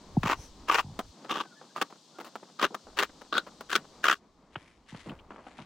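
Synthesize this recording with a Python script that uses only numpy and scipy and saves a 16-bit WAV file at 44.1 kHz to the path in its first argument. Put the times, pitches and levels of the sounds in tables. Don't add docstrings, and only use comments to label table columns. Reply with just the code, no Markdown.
import sys
import numpy as np
from scipy import signal
from scipy.fft import rfft, irfft
from scipy.io import wavfile
from scipy.ndimage import uniform_filter1d

SR = 44100
rng = np.random.default_rng(int(sys.argv[2]) if len(sys.argv) > 2 else 0)


def generate_wav(signal):
    frames = np.transpose(np.atleast_2d(signal))
    scaled = np.clip(frames, -1, 1) * 32767
    pcm = np.round(scaled).astype(np.int16)
    wavfile.write(sys.argv[1], SR, pcm)


N = 249165
TIME = np.arange(N) / SR
RING_SIZE = 4096


def from_db(db):
    return 10 ** (np.asarray(db) / 20)


def rms_one(x):
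    return x / np.sqrt(np.mean(x ** 2) + 1e-20)


def at_hz(points, hz):
    points = np.array(points)
    return np.interp(np.log(hz), np.log(points[:, 0]), points[:, 1])


def bins(size):
    return np.maximum(np.fft.rfftfreq(size, 1 / SR), 1)


def add(out, s, sound):
    i = int(s * SR)
    out[..., i:i + sound.shape[-1]] += sound[..., :N - i]


def noise(spectrum):
    white = rfft(rng.standard_normal(N))
    return rms_one(irfft(white * from_db(at_hz(spectrum, bins(N))), N))


def drift(span_s):
    size = int(span_s * SR)
    smoothed = uniform_filter1d(rng.standard_normal(N), size)
    return rms_one(uniform_filter1d(smoothed, size))


def response(gain_db):
    cepstrum = irfft(np.log(from_db(gain_db)))
    half = len(cepstrum) // 2
    cepstrum[1:half] *= 2
    cepstrum[half:] = 0
    return irfft(np.exp(rfft(cepstrum)))[:half]


def crunch(body_db, length, start_db, end_db, t60, per_s, spread_db, variety_db, count=3):
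    own = np.random.default_rng(rng.integers(2 ** 31))
    knots = np.geomspace(150, 16000, 30)
    colours = own.normal(0, variety_db, (count, len(knots)))
    t = np.arange(int((length + t60) * SR)) / SR
    push_db = np.interp(t, [0, length], [start_db, end_db])
    pressure = from_db(push_db - 60 * np.maximum(t - length, 0) / t60)

    size, birth, family, *signs = own.random((len(t), 5)).T
    strength = from_db(spread_db * np.minimum(-np.log(1 - size), 3))
    breaks = birth < per_s / SR
    grains = pressure * strength * breaks * np.sign(np.array(signs) - .5)
    sound = 0
    for k, colour in enumerate(colours):
        ring = response(body_db + np.interp(bins(RING_SIZE), knots, colour))
        members = grains * (np.floor(family * count) == k)
        sound = sound + signal.fftconvolve(members, ring[None], axes=-1)
    return sound * np.sqrt(np.sum(pressure ** 2) / (np.sum(sound ** 2, axis=-1, keepdims=True) + 1e-20))


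# f/Hz, relative level/dB
RUMBLE_SPECTRUM = [(20, -1.5), (55, 3.5), (90, -2), (160, -15), (400, -47.5)]
HUSH_SPECTRUM = [(40, -47.5), (90, -18.5), (150, 5), (260, 6), (450, -0.5), (1100, -3), (1600, -14),
                 (2200, -16), (4000, -27), (12000, -63)]
HISS_SPECTRUM = [(500, -45), (2200, -16), (3200, -3), (4200, 0), (6500, -4), (8500, -9), (10500, -22),
                 (13000, -22), (16000, -29)]
# t/s, level/dB
RUMBLE_CURVE = [(0, -68), (.21, -40), (.45, -57), (1.0, -54), (2.85, -60), (3.2, -70), (4.85, -70),
                (5.13, -54), (5.3, -63), (5.65, -71)]
HUSH_CURVE = [(0, -59.5), (.2, -53), (.5, -57), (1.2, -59), (2.1, -62.5), (2.35, -60.5), (2.55, -61.5),
              (3.6, -56.5), (4.75, -64), (5.1, -59.5), (5.65, -60.5)]
GAP_START_S, GAP_END_S, GAP_DB = 1.13, 2.83, -46
HISS_DB, DULL_HISS_DB = -62, -76.5
DULL_FROM_S = 4.2
SWITCH_S = .03
HUSH_WAVER_DB, HUSH_WAVER_S = 2.46, 0.065


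def air():
    in_gap = (TIME > GAP_START_S) & (TIME < GAP_END_S)
    is_dull = TIME > DULL_FROM_S - SWITCH_S / 2
    gap, dull = (uniform_filter1d(1.0 * on, size=int(SWITCH_S * SR)) for on in (in_gap, is_dull))
    rumble_db = np.interp(TIME, *np.transpose(RUMBLE_CURVE)) + GAP_DB * gap
    hush_db = np.interp(TIME, *np.transpose(HUSH_CURVE)) + HUSH_WAVER_DB * drift(HUSH_WAVER_S)
    hiss_db = HISS_DB + (DULL_HISS_DB - HISS_DB) * dull
    rumble = from_db(rumble_db) * noise(RUMBLE_SPECTRUM)
    hush = from_db(hush_db) * noise(HUSH_SPECTRUM)
    hiss = from_db(hiss_db) * noise(HISS_SPECTRUM)
    return rumble + hush + hiss


# t/s, landings, peak level of the first sweep/dB, pitch at the swell's peak f/Hz
LANDINGS = [(0.167, 1, -13.5, 187), (.232, 2, -25.5, 185), (.386, 1, -37.5, 92), (.841, 5, -37, 144),
            (4.559, 1, -37, 163), (4.921, 2, -37.5, 181), (5.064, 4, -36.5, 200.6), (5.591, 2, -43, 190)]
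PAT_HZ, PAT_S, PAT_DB = 830, .0035, -10
LUMP_GAP_S, LUMP_LOSS_DB = 0.017, 1


def thuds(swell_s=0.0116, glide_s=0.0024, sharpness=4.8):
    out, t = np.zeros(N), TIME[:SR // 10]
    swell, pat = ((t / peak_s * np.exp(1 - t / peak_s)) ** sharpness for peak_s in (swell_s, PAT_S))
    for s, landings, db, hz in LANDINGS:
        pitch = hz * (glide_s + swell_s) / (glide_s + t)
        for k in range(round(landings)):
            sweep = swell * np.sin(2 * np.pi * (np.cumsum(pitch) / SR + rng.random()))
            contact = pat * np.sin(2 * np.pi * PAT_HZ * rng.uniform(.9, 1.1) * t)
            add(out, s, from_db(db - k * LUMP_LOSS_DB) * (sweep + from_db(PAT_DB) * contact))
            s += LUMP_GAP_S * rng.uniform(.8, 1.2)
    return out


# f/Hz, relative level/dB
BLADE_SNOW_SPECTRUM = [(40, -39), (100, -44), (170, -9.5), (320, -0.5), (500, -2), (750, -3.5), (1300, -1),
                       (2150, -5.5), (4500, -10), (7000, -14), (9000, -20.5), (11000, -21), (15000, -21)]
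# f/Hz, width f/Hz, level/dB
MODES = [(410, 30, 3.5), (938, 18, 2), (1140, 80, 4.5), (1212, 60, 2.5), (1500, 40, 2), (1650, 30, 1),
         (1867, 37, 4), (2850, 140, 2.5), (2980, 45, -4)]


def blade_at(s, ring_width=0.33):
    *_, crunch_hz, width, crunch_db, ring_hz, ring_db, tilt_db = min(
        BLADE_STROKES, key=lambda row: abs(row[0] - s))
    hz = bins(RING_SIZE)
    octaves = np.log2(hz / crunch_hz)
    peak = crunch_db * np.exp(-(octaves / width) ** 2)
    snow = at_hz(BLADE_SNOW_SPECTRUM, hz) + tilt_db * octaves + peak
    modes = sum(db / (1 + (2 * (hz - mode_hz) / wide) ** 2) for mode_hz, wide, db in MODES)
    ring = ring_db * np.exp(-(np.log2(hz / ring_hz) / ring_width) ** 2)
    return snow + modes + ring


# t/s, length/s, mid-stroke level/dB, swell over the stroke/dB, crunch f/Hz,
# crunch width/octaves, crunch level/dB, blade ring f/Hz, ring level/dB, tilt/dB per octave
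BLADE_STROKES = [(0.234, 0.095, -31, 9, 1100, 0.7, 10, 2630, 7.5, -0.5),
                 (0.684, .12, -33, 0, 1124, 0.76, 9.5, 2680, 10.5, 1),
                 (1.295, 0.12, -33.5, -2, 1065, 0.62, 8.5, 3210, 11, -2),
                 (1.76, 0.11, -49, -21, 1050, 0.79, 6.5, 3240, 2.5, -0.8),
                 (2.59, 0.0593, -34, 23.5, 1270, 0.61, 6, 3230, 5.5, -1.5),
                 (2.97, 0.064, -31, 12, 1350, 0.45, 8, 2980, 6, -.5),
                 (3.33, 0.061, -30.5, -3, 1412, .25, 18.5, 3820, 12.5, -1.9),
                 (3.701, 0.079, -36, -9.5, 1460, 0.46, 10.5, 3280, 7, 0.55),
                 (4.04, 0.094, -30, -1, 1482, 0.49, 13.5, 2980, 9.5, 0.74)]
# t/s, slips, spacing/s, level of the first slip/dB, tilt above 1 kHz/dB per octave
GRIT_CATCHES = [(.232, 2, .026, -25.5, -2), (.297, 2, .033, -22, -4), (.684, 1, 0, -30, -9.5),
                (.697, 1, 0, -13.5, -7.5), (.713, 3, .01, -23.5, -3), (0.7443, 3, .0065, -18.5, -2),
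                (.784, 3, .0075, -19.5, -2.5), (1.294, 1, 0, -32, -5), (1.315, 1, 0, -30, 1.5),
                (1.358, 2, .014, -32, -4), (1.399, 2, .008, -32.5, -8), (1.761, 2, .017, -30.5, -2.5),
                (1.814, 3, .0045, -21, 0.5), (2.595, 1, 0, -27.5, -0.5), (2.614, 2, 0.011, -26.5, 1.5),
                (2.628, 3, .0115, -19, -1.5), (2.988, 3, .007, -19.5, 0), (3.031, 1, 0, -24.5, -1),
                (3.326, 2, .026, -24.5, -2), (3.379, 1, 0, -16.5, 3), (3.729, 1, 0, -22.5, -1),
                (3.753, 2, .007, -17, -0.5), (4.041, 3, .0125, -18.5, -1), (4.083, 4, .0145, -14.5, -1.5)]
ENTRY_S, ENTRY_DB, ENTRY_RISE_DB = 0.011, -22, 11.5
RELEASE_S = 0.064
SLIP_S, SLIP_LOSS_DB = 0.0027, 2
SLIP_T60_S = .021
GRIP_DB, GRIP_S = 2.2, .004


def shovel():
    plough, grit = np.zeros((2, N)), np.zeros((2, N))
    octaves = np.log2(np.maximum(bins(RING_SIZE) / 1000, 1))
    coarse = dict(per_s=1900, spread_db=4.3, variety_db=2.5)
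    dense = dict(per_s=9000, spread_db=2, variety_db=3.5)
    for s, length, db, swell_db, *_ in BLADE_STROKES:
        start_db, end_db = db - swell_db / 2, db + swell_db / 2
        touch_db = start_db + ENTRY_DB
        entry = crunch(blade_at(s), ENTRY_S, touch_db, touch_db + ENTRY_RISE_DB, SLIP_T60_S, **coarse)
        add(plough, s - ENTRY_S, entry)
        add(plough, s, crunch(blade_at(s), length, start_db, end_db, RELEASE_S, **coarse))
    for s, slips, spacing, db, tilt_db in GRIT_CATCHES:
        for k in range(max(round(slips), 1)):
            slip_db = db - k * SLIP_LOSS_DB
            body_db = blade_at(s) + tilt_db * octaves
            add(grit, s + k * spacing, crunch(body_db, SLIP_S, slip_db, slip_db, SLIP_T60_S, **dense))
    grip = rms_one(from_db(GRIP_DB * drift(GRIP_S)))
    return plough * grip + grit


# f/Hz, relative level/dB
BOOT_SNOW_SPECTRUM = [(40, -38), (100, -33.5), (200, 2), (500, 2), (800, 3), (1300, 3), (2200, -9.5),
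                      (3200, -10.5), (6000, -19.5), (11000, -25), (15000, -23.5)]
# f/Hz, relative level/dB
DULL_COLOUR = [(3000, 28), (7000, -31), (10000, -22), (13000, -37)]


def trodden_at(s, tilt_db):
    hz = bins(RING_SIZE)
    tilt = tilt_db * np.log2(1 + (hz / 900) ** 2) / 2
    return at_hz(BOOT_SNOW_SPECTRUM, hz) + tilt + (s > DULL_FROM_S) * at_hz(DULL_COLOUR, hz)


CRUMBS_PER_S, CRUMB_DB, CRUMB_SPREAD_DB = 1.6, -50.5, 4


def crumbs(tilt_db=-4, length=0.0073, t60=0.033):
    out = np.zeros((2, N))
    own = np.random.default_rng(rng.integers(2 ** 31))
    tick = dict(per_s=2600, spread_db=4, variety_db=2.5)
    slots = np.arange(BLADE_STROKES[0][0], BLADE_STROKES[-1][0], 1 / CRUMBS_PER_S)[:-1]
    for slot in slots:
        s = slot + own.random() / CRUMBS_PER_S
        db = CRUMB_DB + CRUMB_SPREAD_DB * own.uniform(-1, 1)
        add(out, s, crunch(trodden_at(s, tilt_db), length, db, db, t60, **tick))
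    return out


# t/s, length/s, peak level/dB
POWDER_SLIDES = [(0.332, 0.19, -53), (1.036, 0.1, -66.5)]
# f/Hz, relative level/dB
POWDER_SPECTRUM = [(2500, 4), (4800, 0), (5900, 17.5), (7000, 1), (10000, 1.5), (15000, -10)]


def powder():
    flow = np.zeros(N)
    for s, length, db in POWDER_SLIDES:
        add(flow, s, from_db(db) * np.hanning(int(length * SR)))
    return flow * noise(POWDER_SPECTRUM)


# t/s, starting level/dB, length/s, tilt/dB per octave
BOOT_PRESSES = [(.991, -27.5, 0.013, 0), (1.245, -43, 0.018, -3.5), (1.613, -43.5, .0065, -6),
                (1.901, -48.5, .01, -2), (2.186, -34.5, 0.0038, -2), (2.2, -40, 0.02, 0),
                (2.245, -45.5, 0.039, 1.5), (2.355, -31.5, 0.0054, -1), (2.426, -50.5, 0.029, -32),
                (2.705, -45.5, .036, -24), (2.745, -28.5, 0.0065, 0), (2.868, -47.5, 0.025, -12.5),
                (3.213, -41.5, 0.0069, -0.5), (3.466, -42.5, .015, -2), (3.607, -36, 0.0077, 1),
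                (4.555, -32, 0.0084, 6.5), (4.947, -42, .006, 2), (5.059, -44.5, 0.071, -19),
                (5.095, -40.5, .005, 19), (5.118, -45.5, 0.00616, -1), (5.189, -53, 0.0077, 18),
                (5.306, -41, 0.016, -2.5), (5.334, -52, 0.0093, -4), (5.36, -46.5, .008, 1),
                (5.38, -49, 0.029, -5), (5.466, -43.5, 0.019, -1.5), (5.587, -42, 0.016, -3)]
SETTLE_S, SETTLE_DB = 0.053, -58.5


def boots(fade_db=5, t60=0.035, settle_tilt_db=-5):
    out = np.zeros((2, N))
    press = dict(per_s=1600, spread_db=4.3, variety_db=2.5)
    creak = dict(per_s=500, spread_db=5, variety_db=2.5)
    for s, db, length, tilt_db in BOOT_PRESSES:
        add(out, s, crunch(trodden_at(s, tilt_db), length, db, db - fade_db, t60, **press))
        packed_db = trodden_at(s, settle_tilt_db)
        settling = crunch(packed_db, SETTLE_S, SETTLE_DB, SETTLE_DB - fade_db, t60, **creak)
        add(out, s + length, settling)
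    return out


# t/s, length/s, start f/Hz, end f/Hz, peak level/dB
BIRD_NOTES = [(1.407, 0.1, 1550, 1560, -56), (1.492, 0.071, 1420, 1440, -55),
              (1.544, 0.077, 1694, 1770, -56.5), (1.685, .05, 1590, 1630, -63),
              (2.136, 0.063, 1420, 1414, -56.5)]


def bird():
    out = np.zeros(N)
    wobble = .03 * rms_one(uniform_filter1d(rng.standard_normal(N), size=120))
    for s, length, start_hz, end_hz, db in BIRD_NOTES:
        n = int(length * SR)
        pitch = np.linspace(start_hz, end_hz, n) * (1 + wobble[int(s * SR):][:n])
        add(out, s, from_db(db) * np.hanning(n) * np.sin(2 * np.pi * np.cumsum(pitch) / SR))
    return out


# t/s, length/s, level/dB
JACKET_RUSTLES = [(4.537, 0.16, -63), (4.889, .12, -55.5), (5.064, 0.019, -57.5), (5.306, 0.12, -67),
                  (5.46, 0.058, -62), (5.581, 0.036, -56)]
# f/Hz, relative level/dB
NYLON_SPECTRUM = [(300, -15), (1200, 7), (2100, 9.5), (3300, 5), (5000, -2.5), (8000, -6.5), (11000, -12.5),
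                  (15000, -52)]
RUSTLE_RISE_S, RUSTLE_RISE_DB = .035, 18


def jacket():
    out = np.zeros((2, N))
    nylon_db = at_hz(NYLON_SPECTRUM, bins(RING_SIZE))
    creases = dict(per_s=1500, spread_db=4.7, variety_db=2.5)
    for s, length, db in JACKET_RUSTLES:
        rise = crunch(nylon_db, RUSTLE_RISE_S, db - RUSTLE_RISE_DB, db, t60=0.011, **creases)
        add(out, s - RUSTLE_RISE_S, rise)
        add(out, s, crunch(nylon_db, length, db, db, t60=0.43, **creases))
    return out


def scatter(x, t60, delay):
    t = TIME[:SR // 2]
    echoes = rng.standard_normal(len(t)) * from_db(-60 * t / t60) * (t >= delay)
    return signal.fftconvolve(x, echoes / np.sqrt(np.sum(echoes ** 2)))[:N]


# f/Hz, left minus right level/dB
MIC_BALANCE = [(200, 0), (700, 1), (1300, 1.1), (2400, 4), (4400, 6.5), (8000, 2), (15000, .5)]
# f/Hz, correlation (1 alike, 0 unrelated, -1 opposed)
MIC_LIKENESS = [(300, .97), (700, .96), (1400, .94), (3100, .8), (6800, .55), (9000, 0), (11500, -.7),
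                (15000, .1)]


def microphones(common, apart):
    hz = bins(N)
    alike = np.clip(at_hz(MIC_LIKENESS, hz), -.999, .999)
    lean_db = at_hz(MIC_BALANCE, hz) / 2
    sides = np.array([[1], [-1]])
    shared = np.sqrt((1 + alike) / 2) * rfft(common)
    differing = sides * np.sqrt((1 - alike) / 2) * rfft(apart)
    return irfft((shared + differing) * from_db(sides * lean_db), N)


ECHO_DB = -29


def scene():
    work = shovel() + boots() + jacket() + crumbs()
    echoes = np.array([scatter(row, t60=.1, delay=.003) for row in work])
    common, apart = (row + powder() + air() for row in work + from_db(ECHO_DB) * echoes)
    return microphones(common + thuds() + bird(), apart)


CUTOFF_HZ = 15900


def record(dry):
    lowpass = signal.ellip(10, .1, 80, CUTOFF_HZ, fs=SR, output="sos")
    return signal.sosfilt(lowpass, dry)


dry = scene()
out = record(dry)
generate_wav(out)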